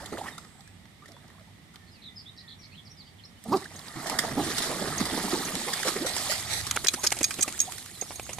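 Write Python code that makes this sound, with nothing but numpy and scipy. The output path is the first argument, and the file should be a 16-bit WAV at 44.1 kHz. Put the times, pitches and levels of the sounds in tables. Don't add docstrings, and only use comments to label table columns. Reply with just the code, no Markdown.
import sys
import numpy as np
from scipy import signal
from scipy.fft import rfft, irfft, next_fast_len
from scipy.io import wavfile

SR = 44100
rng = np.random.default_rng(int(sys.argv[2]) if len(sys.argv) > 2 else 0)


def wav_out(sig):
    wavfile.write(sys.argv[1], SR, np.round(np.clip(np.atleast_2d(sig).T, -1, 1) * 32767).astype(np.int16))


N = 369999
TIME = np.arange(N) / SR

# (frequency [Hz], level [dB])
AIR_TONE = [(30, 13), (90, -11), (150, 2), (230, -3.5), (330, -14), (600, -14.5), (1200, -17.5),
            (1900, -16.5), (2350, -9.5), (3100, -14.5), (4600, -24), (8600, -26.5), (14000, -35.5)]
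# (time [s], hold [s], level [dB])
REED_HISSES = [(.45, 0.21, -64.5)]
# (time [s], hold [s], level [dB])
GUSTS = [(0.0, 0.036, -58), (4.28, 0.16, -53.5), (4.95, 0.067, -52.5), (6.1, 0.24, -58),
         (6.52, 0.14, -50.5), (7.15, 0.026, -57), (7.6, .25, -65.5), (8.2, 0.1, -56.5)]
# (frequency [Hz], level [dB])
WIND_TONE = [(10, -35), (25, -35), (60, -6), (110, -4.5), (200, -23), (1000, -75)]
# (delay [s], level [dB])
BANK_ECHOES = [(0.032, -25), (0.076, -25), (.118, -66)]
# (time [s], length [s], start [Hz], middle [Hz], end [Hz], level [dB])
FLUTE_NOTES = [(.635, .05, 2400, 2430, 2200, -66), (.665, .06, 2360, 2580, 2500, -70),
               (.98, 0.045, 2150, 2210, 2350, -70), (1.53, .11, 1850, 1940, 1820, -71),
               (1.66, .08, 1940, 2000, 1950, -69), (1.785, 0.069, 1775, 1820, 1740, -63),
               (1.937, 0.096, 2970, 2520, 2070, -64), (2.078, 0.065, 2070, 2010, 1930, -61),
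               (2.36, 0.063, 1755, 1890, 1940, -61), (2.41, .105, 1980, 1850, 1780, -59),
               (2.585, 0.13, 2400, 2230, 2220, -63), (2.77, .08, 2200, 2220, 2240, -71),
               (2.95, .1, 2240, 2210, 2210, -69)]
# (time [s], length [s], start [Hz], middle [Hz], end [Hz], trill [share of pitch], level [dB])
WARBLER_NOTES = [(0.313, 0.035, 3920, 3690, 3620, .01, -56), (1.13, 0.063, 3460, 3480, 3600, .02, -66),
                 (1.866, 0.033, 4070, 4400, 3900, .07, -64), (1.908, 0.063, 5100, 4900, 3900, .02, -62),
                 (2.018, 0.044, 4030, 3850, 3950, 0.12, -52.5), (2.054, 0.04, 4000, 3750, 3350, .001, -48),
                 (2.158, 0.033, 5120, 5020, 4500, 0.013, -47),
                 (2.184, .034, 5160, 4930, 4630, 0.085, -51.5),
                 (2.256, 0.049, 3240, 3700, 3770, 0.026, -51.5),
                 (2.363, 0.062, 5130, 4650, 4230, 0.18, -53), (2.476, 0.02, 3350, 4050, 4660, .02, -51.5),
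                 (2.489, 0.057, 3780, 3790, 3680, 0.15, -52.5),
                 (2.587, 0.034, 5600, 5750, 5400, .01, -59.5),
                 (2.612, 0.054, 5170, 4620, 5070, 0.19, -55.5), (2.703, 0.08, 4400, 4240, 3700, 0.046, -63),
                 (2.713, 0.049, 2360, 2700, 3340, .02, -51.5), (2.772, 0.036, 3390, 3350, 3480, 0.077, -54),
                 (2.85, 0.033, 5450, 5020, 4120, 0.058, -55.5),
                 (2.895, 0.034, 5030, 5620, 5600, 0.069, -56.5),
                 (2.969, 0.067, 5100, 4520, 3250, 0.019, -55), (3.055, 0.036, 3040, 3050, 3900, .01, -61),
                 (3.047, 0.058, 4870, 4750, 4550, 0.066, -62), (3.184, 0.023, 3630, 3230, 3120, 0.11, -54),
                 (3.235, 0.029, 3830, 5020, 5530, 0.1, -52), (3.359, .035, 2730, 2980, 3150, .03, -62),
                 (7.932, 0.065, 4350, 4050, 3630, .005, -58), (8.07, 0.051, 6000, 5650, 6100, 0.013, -54)]

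WASH_EDGES_HZ = [130, 600, 2200, 6500, 15500]
# (frequency [Hz], level [dB])
WATER_TONE = [(100, 5.5), (200, 4.5), (320, 1), (550, 0.5), (850, -6), (1400, -2), (2000, -6.5),
              (2600, -3.5), (3200, -11.5), (4200, -12), (6000, -13.5), (8400, -16), (11000, -20),
              (14500, -32)]
# (time [s], hold [s], level [dB])
STRIDES = [(0.0, 0.013, -46), (0.2, 0.026, -48), (1.06, 0.27, -65.5), (1.74, 0.13, -72)]
# (time [s], slosh [dB], splash [dB], spray [dB])
CHURN = [(3.4, -81, -79, -66), (3.49, -60, -58, -52.5), (3.7, -54, -51.5, -53.5), (3.86, -56, -48, -50),
         (4.02, -50, -39.5, -46), (4.1, -41.5, -36, -43), (4.35, -38, -40.5, -42.5),
         (4.44, -38, -37, -36.5), (4.62, -41, -35.5, -36.5), (4.75, -36.5, -37, -37.5),
         (4.96, -37, -36, -38), (5.36, -40, -37, -35), (5.54, -37, -40.5, -39), (5.8, -47.5, -41.5, -35.5),
         (6.02, -43.5, -41, -39), (6.25, -49, -38.5, -34), (6.44, -52, -42, -38), (6.75, -55, -47, -42)]
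# (time [s], hold [s], level [dB])
SHAKES = [(6.75, 0.96, -44.5), (7.95, 0.79, -49.5)]
# (slosh [dB], splash [dB], spray [dB], mist [dB])
WADING_EQ = [-1, 0, -4, -5]
CHURN_EQ = [-0.04, -0.33, 0.74, -1.5]
SHAKE_EQ = [-9, -7.5, 0, 2.5]
# (time [s], bubble level [dB], bubble pitch [Hz], tick level [dB], tick [Hz])
DRIPS = [(0.448, -38, 1230, -36, 1300), (0.594, -43.5, 781, -47, 2010), (0.607, -54, 2300, -38.5, 4530),
         (0.676, -40, 1670, -40, 5030), (0.855, -48, 895, -39.5, 1800), (1.023, -47, 1190, -58, 2500),
         (1.058, -38, 1820, -46, 1800), (1.088, -44, 637, -53, 3500), (1.119, -47, 654, -38, 4800),
         (1.166, -43, 940, -41, 1200), (1.28, -52, 900, -46, 5200), (1.301, -45, 1840, -41, 1200),
         (1.396, -48, 660, -42, 1600), (1.409, -49, 564, -44, 1500), (1.476, -47, 860, -59, 1800),
         (1.758, -32, 3120, -32, 2750), (3.439, -43, 1780, -33.5, 8800), (3.53, -24, 5000, -40, 4500),
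         (3.539, -18, 2620, -42, 4200), (3.565, -29, 8200, -42, 3400), (3.571, -21, 4900, -34, 4300),
         (3.621, -34, 1800, -30, 1490), (3.643, -36, 5100, -33, 4000), (3.792, -37, 4420, -29, 4400),
         (3.815, -34, 3300, -47, 3700), (3.883, -27, 4800, -32, 4030)]
# (time [s], length [s], start pitch [Hz], level [dB])
PLOPS = [(0.002, 0.024, 800, -46), (0.013, 0.04, 490, -47.5), (0.124, 0.03, 653, -47),
         (0.128, 0.012, 1150, -39), (0.136, 0.012, 357, -47), (0.171, 0.0063, 1720, -39),
         (0.212, 0.011, 730, -34), (0.234, 0.023, 900, -43), (0.259, 0.017, 1055, -41),
         (0.284, 0.0073, 1670, -32.5), (0.378, 0.014, 1117, -41.5), (1.02, 0.044, 1017, -57),
         (1.088, 0.034, 523, -56), (1.14, .022, 520, -57), (1.243, .016, 650, -59), (1.3, 0.011, 1590, -62),
         (1.345, .016, 960, -61), (1.378, .014, 1130, -56.5), (1.405, 0.016, 600, -58.5),
         (1.474, 0.018, 745, -60), (1.761, 0.0097, 1320, -58), (3.451, .024, 634, -45),
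         (3.655, 0.011, 1550, -41.5), (4.785, 0.06, 280, -41), (5.006, 0.02, 183, -31),
         (5.192, 0.016, 330, -46), (5.329, 0.027, 326, -39), (5.346, 0.023, 796, -35.5),
         (5.664, 0.039, 371, -37), (5.672, 0.05, 757, -43), (5.733, 0.013, 1496, -34),
         (5.848, 0.03, 447, -31), (5.867, .016, 715, -40), (5.872, 0.016, 1335, -33),
         (6.005, 0.049, 251, -33.5), (6.038, 0.039, 420, -32.5), (6.065, 0.0081, 1940, -32),
         (6.29, 0.026, 554, -36), (6.316, 0.021, 1175, -37), (6.968, 0.052, 637, -44),
         (7.439, 0.017, 1090, -41), (7.527, 0.035, 1290, -46), (7.673, 0.033, 642, -42),
         (7.88, 0.028, 1490, -53.5)]
# (time [s], swell [s], fall [s], cavity [Hz], cavity [dB], spray [dB])
PAW_SPLASHES = [(0.058, 0.0021, 0.005, 800, -46, -37), (0.117, 0.016, 0.024, 410, -36.5, -47),
                (0.172, 0.017, 0.013, 780, -36.5, -45.5), (0.228, .015, 0.027, 1000, -43, -50),
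                (0.258, 0.016, 0.016, 1150, -40.5, -46), (0.28, 0.01, 0.0078, 644, -67, -46.5),
                (0.379, 0.002, 0.0049, 620, -48, -38.5), (1.056, 0.0022, 0.0071, 240, -54, -53),
                (1.08, 0.0029, 0.0088, 400, -59, -51), (1.738, 0.003, 0.014, 2200, -57, -56),
                (3.437, 0.0074, 0.0042, 190, -78, -54), (3.47, 0.026, 0.063, 186, -38.5, -82),
                (3.555, 0.014, 0.046, 380, -49, -43), (3.95, 0.011, 0.018, 212, -35.5, -47),
                (4.062, 0.0091, .025, 1000, -48, -34.5), (4.096, 0.0026, 0.0049, 887, -30, -26),
                (4.116, .008, .018, 800, -33.5, -43), (4.186, 0.0057, 0.0046, 1210, -31, -19.5),
                (4.233, 0.012, 0.024, 648, -33, -58), (4.46, .01, 0.038, 323, -37, -42),
                (4.56, 0.013, 0.026, 900, -49, -33), (4.581, 0.0012, 0.0038, 1460, -47, -20),
                (4.62, .004, 0.03, 1100, -38, -29.5), (4.69, 0.013, 0.078, 620, -35, -61),
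                (4.81, 0.003, 0.012, 407, -31.5, -49), (5.0, 0.0026, 0.022, 213, -32.5, -33),
                (5.052, .003, 0.0093, 1090, -37, -30), (5.12, 0.013, 0.028, 313, -33.5, -64),
                (5.172, 0.0079, 0.008, 503, -31, -39), (5.24, 0.0046, 0.016, 306, -30.5, -63),
                (5.32, 0.02, 0.014, 350, -29, -42), (5.553, 0.00056, 0.0029, 798, -36, -24),
                (5.67, 0.0148, .025, 695, -34, -46), (5.73, 0.0085, 0.0057, 1410, -38, -26),
                (5.829, 0.0025, 0.0029, 1520, -33, -26), (5.852, 0.039, 0.0079, 477, -33, -28.5),
                (5.881, .002, 0.004, 1390, -32, -24), (5.952, 0.014, 0.021, 403, -33, -41),
                (6.061, 0.0042, 0.022, 700, -42, -28), (6.165, 0.00085, 0.0035, 875, -28.5, -21.5),
                (6.29, 0.032, 0.031, 714, -44, -27), (6.49, 0.047, 0.11, 790, -43.5, -32.5),
                (6.666, 0.0017, 0.0077, 367, -44.5, -29)]
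# (time [s], swell [s], fall [s], cavity [Hz], cavity [dB], spray [dB])
SHAKE_HITS = [(6.71, 0.0022, 0.0044, 1100, -39.5, -19.5), (6.759, 0.0075, 0.0031, 835, -32, -27.5),
              (6.772, 0.0008, 0.0024, 1290, -21.5, -48), (6.842, 0.0048, 0.0091, 385, -35, -29),
              (6.863, 0.0006, 0.0028, 1240, -30.5, -40), (6.936, 0.0071, 0.0083, 228, -36, -28),
              (7.033, 0.014, 0.016, 474, -34.5, -26.5), (7.105, 0.0014, 0.0022, 2000, -55, -30),
              (7.118, 0.0074, 0.0045, 820, -26.5, -22.5), (7.167, 0.0028, 0.024, 656, -42, -41),
              (7.188, 0.00205, 0.0067, 1800, -59, -31), (7.207, 0.0059, 0.0095, 290, -31, -34.5),
              (7.307, 0.00067, 0.011, 1380, -37, -31.5), (7.34, 0.0021, 0.0062, 900, -63, -34.5),
              (7.388, 0.0008, 0.013, 329, -33.5, -36), (7.477, 0.0027, 0.017, 385, -35, -34.5),
              (7.525, 0.00074, 0.0011, 300, -53, -28), (7.578, 0.0011, 0.0035, 1900, -47, -38),
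              (7.72, 0.0014, 0.0057, 1310, -52, -34), (7.78, 0.0025, 0.0069, 2500, -52, -38),
              (7.86, .001, .003, 2190, -52, -38.5), (8.022, 0.00044, 0.0076, 670, -34, -48),
              (8.105, 0.0027, 0.015, 680, -38.5, -54), (8.12, 0.0012, 0.0036, 900, -47, -48),
              (8.196, 0.0013, 0.0065, 704, -33, -38.5), (8.265, 0.0012, 0.0027, 2500, -49, -46),
              (8.291, 0.0012, 0.023, 640, -39, -42), (8.331, .001, 0.0038, 2620, -45, -40),
              (8.384, 0.0014, 0.0075, 695, -37, -43)]
# (frequency [Hz], level [dB])
PAW_SPRAY = [(2300, 14.3), (4200, 6.2), (8000, 5.2), (14000, 2.1)]
SHAKE_SPRAY = [(2300, 2.9), (5000, 5.8), (8000, 7.7), (14000, 2.3)]

# (time [s], swell [s], favoured pitch [Hz], clash [dB], tag ring [dB],
# share of the tag's upper twin mode [0-1], right over left [dB])
CLINKS = [(3.761, .0023, 6500, -44, -39, 0.37, 0), (4.978, 0.0051, 6500, -27, -31, 0.3, 0),
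          (5.448, 0.012, 6500, -33.5, -37, .05, 0), (6.179, .0025, 5200, -30, -38, 0.2, 2),
          (6.869, 0.00078, 5170, -16, -37, .3, -4), (6.8837, 0.00048, 3850, -9.5, -28, 0.3, -1.5),
          (6.99, .008, 6460, -45, -35, .7, -1), (7.038, 0.0021, 5930, -24, -29, 0.3, -2),
          (7.064, 0.0084, 5340, -15.5, -40, .4, 2.5), (7.23, 0.0013, 7500, -17.5, -40, .3, 3),
          (7.241, 0.0016, 4830, -15, -17.5, 0, 4.5), (7.409, 0.00087, 7000, -19.5, -48, .5, 5),
          (7.423, 0.0085, 8200, -15, -28, .5, 2), (7.591, 0.002, 6200, -25, -42, .6, 3),
          (7.602, .001, 6400, -12.5, -32, 1, 4), (7.614, .00076, 8400, -24, -18, 0.93, 2),
          (8.01, 0.0043, 6500, -31, -27.5, .9, 11), (8.156, 0.004, 8600, -39, -36, .8, 8),
          (8.227, 0.0072, 8700, -47, -38, .8, 3), (8.249, .008, 6500, -53, -42, .8, 8),
          (8.329, 0.0049, 6470, -35, -36.5, .8, 11)]
# (frequency [Hz], width [Hz], level [dB])
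BUCKLE_MODES = [(2480, 89, 31.5), (3420, 180, 22), (3990, 160, 24), (4730, 160, 19), (5200, 500, 21.5),
                (5950, 290, 26), (6480, 190, 35.5), (7630, 360, 21), (8340, 190, 22), (11180, 920, -9)]
# (frequency [Hz], level [dB], t60 [s])
TAG_MODES = [(6485, 0, .075), (6545, 0, .075), (3700, -23, .12), (8680, -17, .1), (10750, -30, .1),
             (14480, -23, .07)]
# (time [s], lead-in growl [s], hold [s], top pitch [Hz], level [dB], mouth opening [0-1],
# roughness [0-1])
WOOFS = [(3.516, .062, 0.0222, 390.8, -16.5, 0.96, 0.09), (4.367, .004, 0.026, 297, -25, 0.47, 0.63)]
# (frequency [Hz], level [dB])
THROAT_TONE = [(120, -14), (230, 12.5), (400, 8.5), (600, 4.5), (800, 10.5), (1030, 2.5), (1250, 2),
               (1500, -9), (2200, -25), (5000, -14.5), (9000, -25.5)]

# (frequency [Hz], left-right likeness [0-1])
LIKENESS = [(60, 0.48), (150, 1), (380, 0.9), (950, 0.83), (1800, 0.7), (2600, 0.37), (4300, 0.36),
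            (6000, 0.38), (9000, 0.061), (15000, 0.022)]
# (frequency [Hz], gain [dB])
PORT_EQ = [(370, 1), (520, -3), (770, 2), (1030, -1.5), (1220, 1.5), (1500, -3.5), (1680, -1), (1880, 4),
           (2050, 1.5), (2280, -6), (2620, -10), (2950, -5), (3600, 1.5), (5000, 1.8), (6100, -1),
           (7400, -1), (8500, 2.5), (9400, -1), (10500, 1), (15000, 1)]
# (frequency [Hz], right over left [dB])
RIGHT_LEAD = [(40, 3), (130, 3.5), (700, 3.5), (2400, 4.5), (4400, 4.5), (6300, -0.5), (8500, 8.5),
              (11500, 6.5), (14500, 1)]


def from_db(db):
    return 10 ** (np.asarray(db) / 20)


def rms_one(x):
    return x / np.sqrt(np.mean(x ** 2) + 1e-20)


def at_level(x, db, length):
    return from_db(db) * rms_one(x) * np.sqrt(max(length, 1e-3) * SR / x.shape[-1])


def at_hz(points, hz):
    f, value = np.transpose(points)
    return np.interp(np.log(np.maximum(hz, 1)), np.log(f), value)


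def band(x, low_hz, high_hz, order=2):
    sos = signal.butter(order, [low_hz, min(high_hz, .45 * SR)], "band", fs=SR, output="sos")
    return signal.sosfilt(sos, x + 1e-18)


def eq(x, curve):
    size = next_fast_len(x.shape[-1] + 512)
    gain = from_db(at_hz(curve, np.arange(size // 2 + 1) * SR / size))
    return irfft(rfft(x, size) * gain, size)[..., :x.shape[-1]]


def drift(rate, size=N):
    return np.interp(np.arange(size) * rate / SR, np.arange(4096), rng.standard_normal(4096))


def stereo(three, hz):
    alike = np.clip(at_hz(LIKENESS, hz), 0, 1)
    return np.sqrt(alike) * three[0] + np.sqrt(1 - alike) * three[1:]


def add(out, s, sound):
    at = max(0, round(s * SR))
    out[:, at:at + sound.shape[-1]] += sound[..., :max(0, N - at)]


def phase_of(hz):
    return 2 * np.pi * np.cumsum(hz) / SR


def arch(pitches, u):
    return np.polyval(np.polyfit([0, .5, 1], pitches, 2), u)


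def swells(rows, attack_s, fall_db_per_s):
    power = 1e-12
    for s, hold, db in rows:
        rise = np.clip(1 + (TIME - s) / attack_s, 0, 1)
        power = power + (rise * from_db(db - fall_db_per_s * np.maximum(TIME - s - hold, 0))) ** 2
    return np.sqrt(power)


def grains(per_s, spread_db, size=N):
    most = size // 4
    where = rng.integers(0, 3 * size, most)
    sounding = rng.random(most) < 3 * per_s * size / SR / most
    sizes = from_db(spread_db * np.minimum(rng.exponential(1, most), 4.5)) * rng.choice([-1, 1], most)
    return rms_one(np.bincount(where, sizes * sounding, 3 * size).reshape(3, size))


def burst(swell, fall, fall_db, tail_db, tail_s, per_s):
    t = TIME[:SR // 8]
    after = np.maximum(t - swell, 0)
    attack = np.minimum((t + 1 / SR) / max(swell, 1 / SR), 1) ** 0.49
    decay = from_db(-fall_db * after / max(fall, 1e-3)) + from_db(tail_db) * np.exp(-after / tail_s)
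    return grains(per_s, spread_db=4, size=len(t)) * attack * decay


def open_air(air_db, wind_db, drone_hz, drone_db):
    white = rng.standard_normal((3, N))
    rumble = band(stereo(white, 122), 124, 436)
    leaves = band(stereo(rng.standard_normal((3, N)), 16000), 340, 24000)
    air = from_db(air_db) * rms_one(eq(rumble + leaves, AIR_TONE))
    drone = from_db(drone_db) * rms_one(band(white[0], drone_hz - 7, drone_hz + 7))
    hiss = swells(REED_HISSES, attack_s=.6, fall_db_per_s=75) * rms_one(band(white[1:], 7400, 8400))
    gusts, breeze = swells(GUSTS, attack_s=0.17, fall_db_per_s=38), from_db(-67.5)
    buffeting = rms_one(eq(stereo(rng.standard_normal((3, N)), 1450), WIND_TONE))
    return air + drone + hiss + from_db(wind_db) * np.hypot(gusts, breeze) * buffeting


def bank_echoes(x):
    out, dull = np.zeros((2, N)), band(x, 200, 3200, order=1)
    for delay, db in BANK_ECHOES:
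        add(out, delay, from_db(db) * dull)
    return out


def far_bird(level_db, waver, echo_s, echo_db):
    out = np.zeros((2, N))
    for s, length, *pitches, db in FLUTE_NOTES:
        u = np.linspace(0, 1, int(length * SR))
        hz = arch(pitches, u) * (1 + waver * drift(140, len(u)))
        envelope = from_db(db + level_db) * np.sqrt(np.abs(np.sin(np.pi * u)))
        note = envelope * np.sin(phase_of(hz) + rng.normal(0, 0.52, (2, 1)))
        add(out, s, note)
        add(out, s + echo_s, from_db(echo_db) * note)
    return out


def warbler(level_db, trill_hz, waver, scatter_t60):
    out, t = np.zeros((2, N)), TIME[:SR // 2]
    for s, length, *pitches, trill, db in WARBLER_NOTES:
        u = np.linspace(0, 1, int(length * SR))
        beat = phase_of(trill_hz * (1 + .4 * drift(200, len(u))))
        warble = trill * (.7 * np.sin(beat) + .35 * drift(220, len(u)))
        hz = arch(pitches, u) * (1 + warble + waver * drift(300, len(u)))
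        pulsing = rms_one(1 - min(trill * 8, .9) * np.cos(beat))
        envelope = from_db(db + level_db + 2 * drift(184, len(u))) * np.sqrt(np.abs(np.sin(np.pi * u)))
        add(out, s, envelope * pulsing * np.sin(phase_of(hz)))
    scatter = rms_one(rng.standard_normal((2, len(t))) * from_db(-60 * t / scatter_t60))
    return out + signal.fftconvolve(out, scatter / np.sqrt(len(t)), axes=1)[:, :N]


def stirring():
    strides, ripple = swells(STRIDES, attack_s=0.09, fall_db_per_s=52), from_db(-70.5)
    shaking = swells(SHAKES, attack_s=0.027, fall_db_per_s=33)
    times, *levels = np.transpose(CHURN)
    slosh, splash, spray = [np.interp(TIME, times, db) for db in levels]
    outside_s = np.abs(TIME - np.clip(TIME, times[0], times[-1]))
    bounding = from_db(np.array([slosh, splash, spray, spray]) - 143 * outside_s)
    moves = (np.hypot(strides, ripple), WADING_EQ), (bounding, CHURN_EQ), (shaking, SHAKE_EQ)
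    return 10 * np.log10(sum((gain * from_db(balance)[:, None]) ** 2 for gain, balance in moves))


def wash(stirred_db, drops_per_s, spread_db, hiss_db, patchy_db, surge_db, trim_db):
    out, surge = np.zeros((2, N)), drift(60)
    hiss = from_db(hiss_db) * rng.standard_normal((2, 3, N))
    for i, level_db in enumerate(stirred_db):
        edges, layer = np.geomspace(WASH_EDGES_HZ[i], WASH_EDGES_HZ[i + 1], 7), 0
        for k in range(6):
            hz = np.sqrt(edges[k] * edges[k + 1])
            drops = grains(drops_per_s[i], spread_db[i]) + hiss[k % 2]
            gain = from_db(at_hz(WATER_TONE, hz) + patchy_db[i] * drift(35) + surge_db[i] * surge)
            layer = layer + band(stereo(drops, hz) * gain, edges[k], edges[k + 1])
        out += from_db(level_db + trim_db[i]) * rms_one(layer)
    return out


def bubble(hz, cycles, rise):
    life = cycles / hz
    t = TIME[:int(2 * life * SR)]
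    return np.sin(2 * np.pi * hz * t * (1 + rise * t / life)) * np.exp(-3 * t / life)


def bubbles(water_db, level_db, low_hz, high_hz, cycles, rise, ceiling_db, count):
    out = np.zeros((2, N))
    for when, pitch, size, side in rng.random((count, 4)):
        db = min(water_db[int(when * N)] + level_db, ceiling_db) + 14 * (size ** 2 - 1)
        pan_db = (side - 0.5) * np.array([[3], [-3]])
        note = bubble(low_hz * (high_hz / low_hz) ** pitch, cycles, rise)
        add(out, when * N / SR, from_db(db + pan_db) * note)
    return out


def drips(level_db, cycles, tick_s):
    out, t = np.zeros((2, N)), TIME[:SR // 16]
    for s, db, hz, tick_db, tick_hz in DRIPS:
        noise = stereo(rng.standard_normal((3, len(t))), tick_hz)
        tick = rms_one(band(noise, tick_hz / np.sqrt(2), tick_hz * np.sqrt(2), order=1))
        add(out, s, from_db(tick_db + level_db) * tick * np.exp(-t / tick_s))
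        add(out, s, from_db(db + level_db) * bubble(hz, cycles, rise=0.014))
    return out


def plops(level_db, octaves_per_s):
    out = np.zeros((2, N))
    for s, length, start_hz, db in PLOPS:
        u = np.linspace(0, 1, int(length * SR))
        hz = start_hz * 2 ** (octaves_per_s * length * u) * (1 + .12 * drift(400, len(u)))
        envelope = from_db(db + level_db + 2 * drift(190, len(u))) * np.sin(np.pi * u ** 0.72)
        add(out, s, envelope * np.sin(phase_of(hz)))
    return out


def surface_bounce(x, share):
    lag = int(rng.uniform(0.00018, .001) * SR)
    return x + share * np.pad(x, ((0, 0), (lag, 0)))[:, :-lag]


def wet_hits(rows, cavity_width, spray_tone, fall_db, tail_db, tail_s, crack_share, bounce,
             note_db, note_cycles, trim_db):
    out = np.zeros((2, N))
    for s, swell, fall, hz, cavity_db, spray_db in rows:
        hit = surface_bounce(burst(swell, fall, fall_db, tail_db, tail_s, per_s=5000), bounce)
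        cavity = band(stereo(hit, hz), hz / (1 + cavity_width), hz * (1 + cavity_width))
        crack = band(stereo(hit, 1370), 1110, 3010, order=3)
        spit = eq(band(stereo(hit, 8900), 2470, 10300), spray_tone)
        crack_db = spray_db + crack_share * (cavity_db - spray_db)
        for part, db in zip((cavity, crack, spit), np.add((cavity_db, crack_db, spray_db), trim_db)):
            add(out, s, at_level(part, db, swell + fall))
        note = bubble(hz, note_cycles, rise=0.083)
        add(out, s + swell / 2, at_level(note, cavity_db + note_db, min(swell + fall, note_cycles / hz)))
    return out


def squelch(level_db, spread_s, low_hz, high_hz, cycles, count=9):
    out = np.zeros((2, N))
    for s, swell, *_, spray_db in SHAKE_HITS:
        for late, pitch, side in rng.random((count, 3)):
            db = spray_db + level_db - 12 * late + (side - .5) * np.array([[5], [-5]])
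            note = bubble(low_hz * (high_hz / low_hz) ** pitch, cycles, rise=0.12)
            add(out, s + swell + spread_s * late ** 2, from_db(db) * note)
    return out


def collar(clash_db, raw_db, fall_s, favour_db, favour_octaves):
    out, t = np.zeros((2, N)), TIME[:SR // 8]
    for s, swell, favoured_hz, db, tag_db, upper, pan_db in CLINKS:
        pan = from_db(pan_db * np.array([[-.5], [.5]]))
        hit = stereo(burst(swell, fall_s, fall_db=14, tail_db=-24, tail_s=0.012, per_s=4200), 7000)
        clash = from_db(raw_db) * band(hit, 2700, 7200)
        for hz, width, mode_db in BUCKLE_MODES:
            lift_db = favour_db * np.exp(-(np.log2(hz / favoured_hz) / favour_octaves) ** 2)
            mode = band(hit, hz - width / 2, hz + width / 2, order=1)
            clash += from_db(mode_db + lift_db + 2 * rng.standard_normal()) * mode
        add(out, s, pan * at_level(clash, db + clash_db, swell + fall_s))
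        shares = np.ones(len(TAG_MODES))
        shares[:2] = 1 - upper, upper
        attack = np.minimum(t / max(swell, 1e-3), 1)
        for (hz, mode_db, t60), share in zip(TAG_MODES, shares):
            phase = 2 * np.pi * (hz * (1 + rng.normal(0, .002)) * t + rng.random())
            ring = np.sin(phase + rng.normal(0, .7, (2, 1)))
            decay = from_db(tag_db + mode_db - 60 * np.maximum(t - swell, 0) / t60)
            add(out, s, pan * share * attack * decay * ring)
    return out


def woof_controls(lead, hold, top_hz, top_db, opening, roughness):
    attack_s, release_s, edge_s, pitch_lag_s = 0.0128, 0.037, 0.0049, 0.00722
    growl_hz, growl_below_db, growl_rough = 214.8, 25, 0.45
    ajar, close_s = 0.22, 0.085
    end = attack_s + hold + release_s
    t = np.arange(-lead, end, 1 / SR)
    effort = np.interp(t, [-lead, 0, attack_s, attack_s + hold, end], [0, .56, 1, 1, 0])
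    pitch = growl_hz + (top_hz - growl_hz) * np.interp(t - pitch_lag_s, t, effort) ** 1.5
    fades = np.clip(np.minimum(t + lead, end - t) / edge_s, 1e-3, 1)
    db = top_db - growl_below_db * (1 - effort) + 20 * np.log10(fades)
    snap = np.clip(t / attack_s * 2, 0, 1) * np.exp(-np.maximum(t - attack_s, 0) / close_s)
    mouth = np.clip(ajar + (opening - ajar) * snap, 0, 1)
    rough = growl_rough + (roughness - growl_rough) * effort
    return t, pitch, db, mouth, rough


def woofs(level_db, closed_db, jitter, rasp_db, bark_hz, bark_width_hz, bark_db):
    out, partials = np.zeros((2, N)), np.arange(1, 13)[:, None]
    for s, *shape in WOOFS:
        t, pitch, db, mouth, rough = woof_controls(*shape)
        phase = phase_of(pitch * (1 + jitter * rough * drift(498, len(t))))
        hz = partials * pitch
        muffled = closed_db * (1 - mouth) * np.clip(np.log2(hz / 400), 0, 1)
        bark = bark_db * mouth ** 4 * np.exp(-((hz - bark_hz) / bark_width_hz) ** 2)
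        gains = from_db(at_hz(THROAT_TONE, hz) + muffled + bark)
        voice = np.sqrt(2) * np.sum(gains * np.sin(partials * phase), axis=0)
        voice /= np.linalg.norm(gains, axis=0)
        rasp = rms_one(eq(rng.standard_normal(len(t)) * (1 + np.cos(phase)), THROAT_TONE))
        add(out, s + t[0], from_db(db + level_db) * (voice + from_db(rasp_db) * rough * mouth * rasp))
    return out


def scene():
    stirred_db = stirring()
    slosh_db, splash_db, spray_db, _ = stirred_db
    water = wash(stirred_db, drops_per_s=[221.4, 303.4, 598, 893], spread_db=[3, 3.2, 3.3, 3.6],
                 hiss_db=-9, patchy_db=[2.8, 3, 2.8, 2.3], surge_db=[2.6, 0.78, 0.93, 0.62],
                 trim_db=[-1.3, -1.63, -0.13, -0.37])
    water += bubbles(slosh_db, level_db=7, low_hz=212, high_hz=478, cycles=8.8, rise=0.098,
                     ceiling_db=-23, count=700)
    water += bubbles(splash_db, level_db=10.5, low_hz=593, high_hz=2220, cycles=9.3, rise=0.075,
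                     ceiling_db=-26, count=1100)
    water += bubbles(spray_db, level_db=9, low_hz=3210, high_hz=9240, cycles=16.5, rise=0.033,
                     ceiling_db=-25, count=1800)
    water += plops(level_db=5, octaves_per_s=17.3) + drips(level_db=-7, cycles=27, tick_s=0.0034)
    water += wet_hits(PAW_SPLASHES, cavity_width=0.59, spray_tone=PAW_SPRAY, fall_db=9, tail_db=-16,
                      tail_s=0.089, crack_share=0.48, bounce=0.72, note_db=-6, note_cycles=9.3,
                      trim_db=[-.8, -1.5, 0.2])
    water[1] = np.interp(TIME - 45e-6, TIME, water[1])
    shake = wet_hits(SHAKE_HITS, cavity_width=1.0, spray_tone=SHAKE_SPRAY, fall_db=13.5, tail_db=-45,
                     tail_s=0.015, crack_share=0.45, bounce=0.26, note_db=-3.5, note_cycles=4.5,
                     trim_db=[-2.5, -1, -0.5])
    shake += squelch(level_db=-8.5, spread_s=0.038, low_hz=1134, high_hz=4970, cycles=10.7)
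    shake += collar(clash_db=-3.5, raw_db=4, fall_s=0.0057, favour_db=18, favour_octaves=0.23)
    pond = water + woofs(level_db=-4, closed_db=-52, jitter=0.33, rasp_db=13.5,
                         bark_hz=1046, bark_width_hz=150, bark_db=29)
    backdrop = warbler(level_db=3.5, trill_hz=149.6, waver=0.005, scatter_t60=0.16)
    backdrop += open_air(air_db=-54, wind_db=6.5, drone_hz=98.3, drone_db=-61)
    ahead = eq(pond + bank_echoes(pond + shake) + backdrop, PORT_EQ)
    return shake + ahead + far_bird(level_db=3, waver=0.0073, echo_s=0.047, echo_db=-7)


def record(dry):
    hz, lead_db = np.transpose(RIGHT_LEAD)
    left_db = -10 * np.log10((1 + from_db(lead_db) ** 2) / 2)
    pair = np.array([eq(dry[0], np.c_[hz, left_db]), eq(dry[1], np.c_[hz, left_db + lead_db])])
    rounded = np.tanh(pair)
    return signal.sosfilt(signal.ellip(10, .3, 80, 14900, fs=SR, output="sos"), rounded)


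dry = scene()
out = record(dry)
wav_out(out)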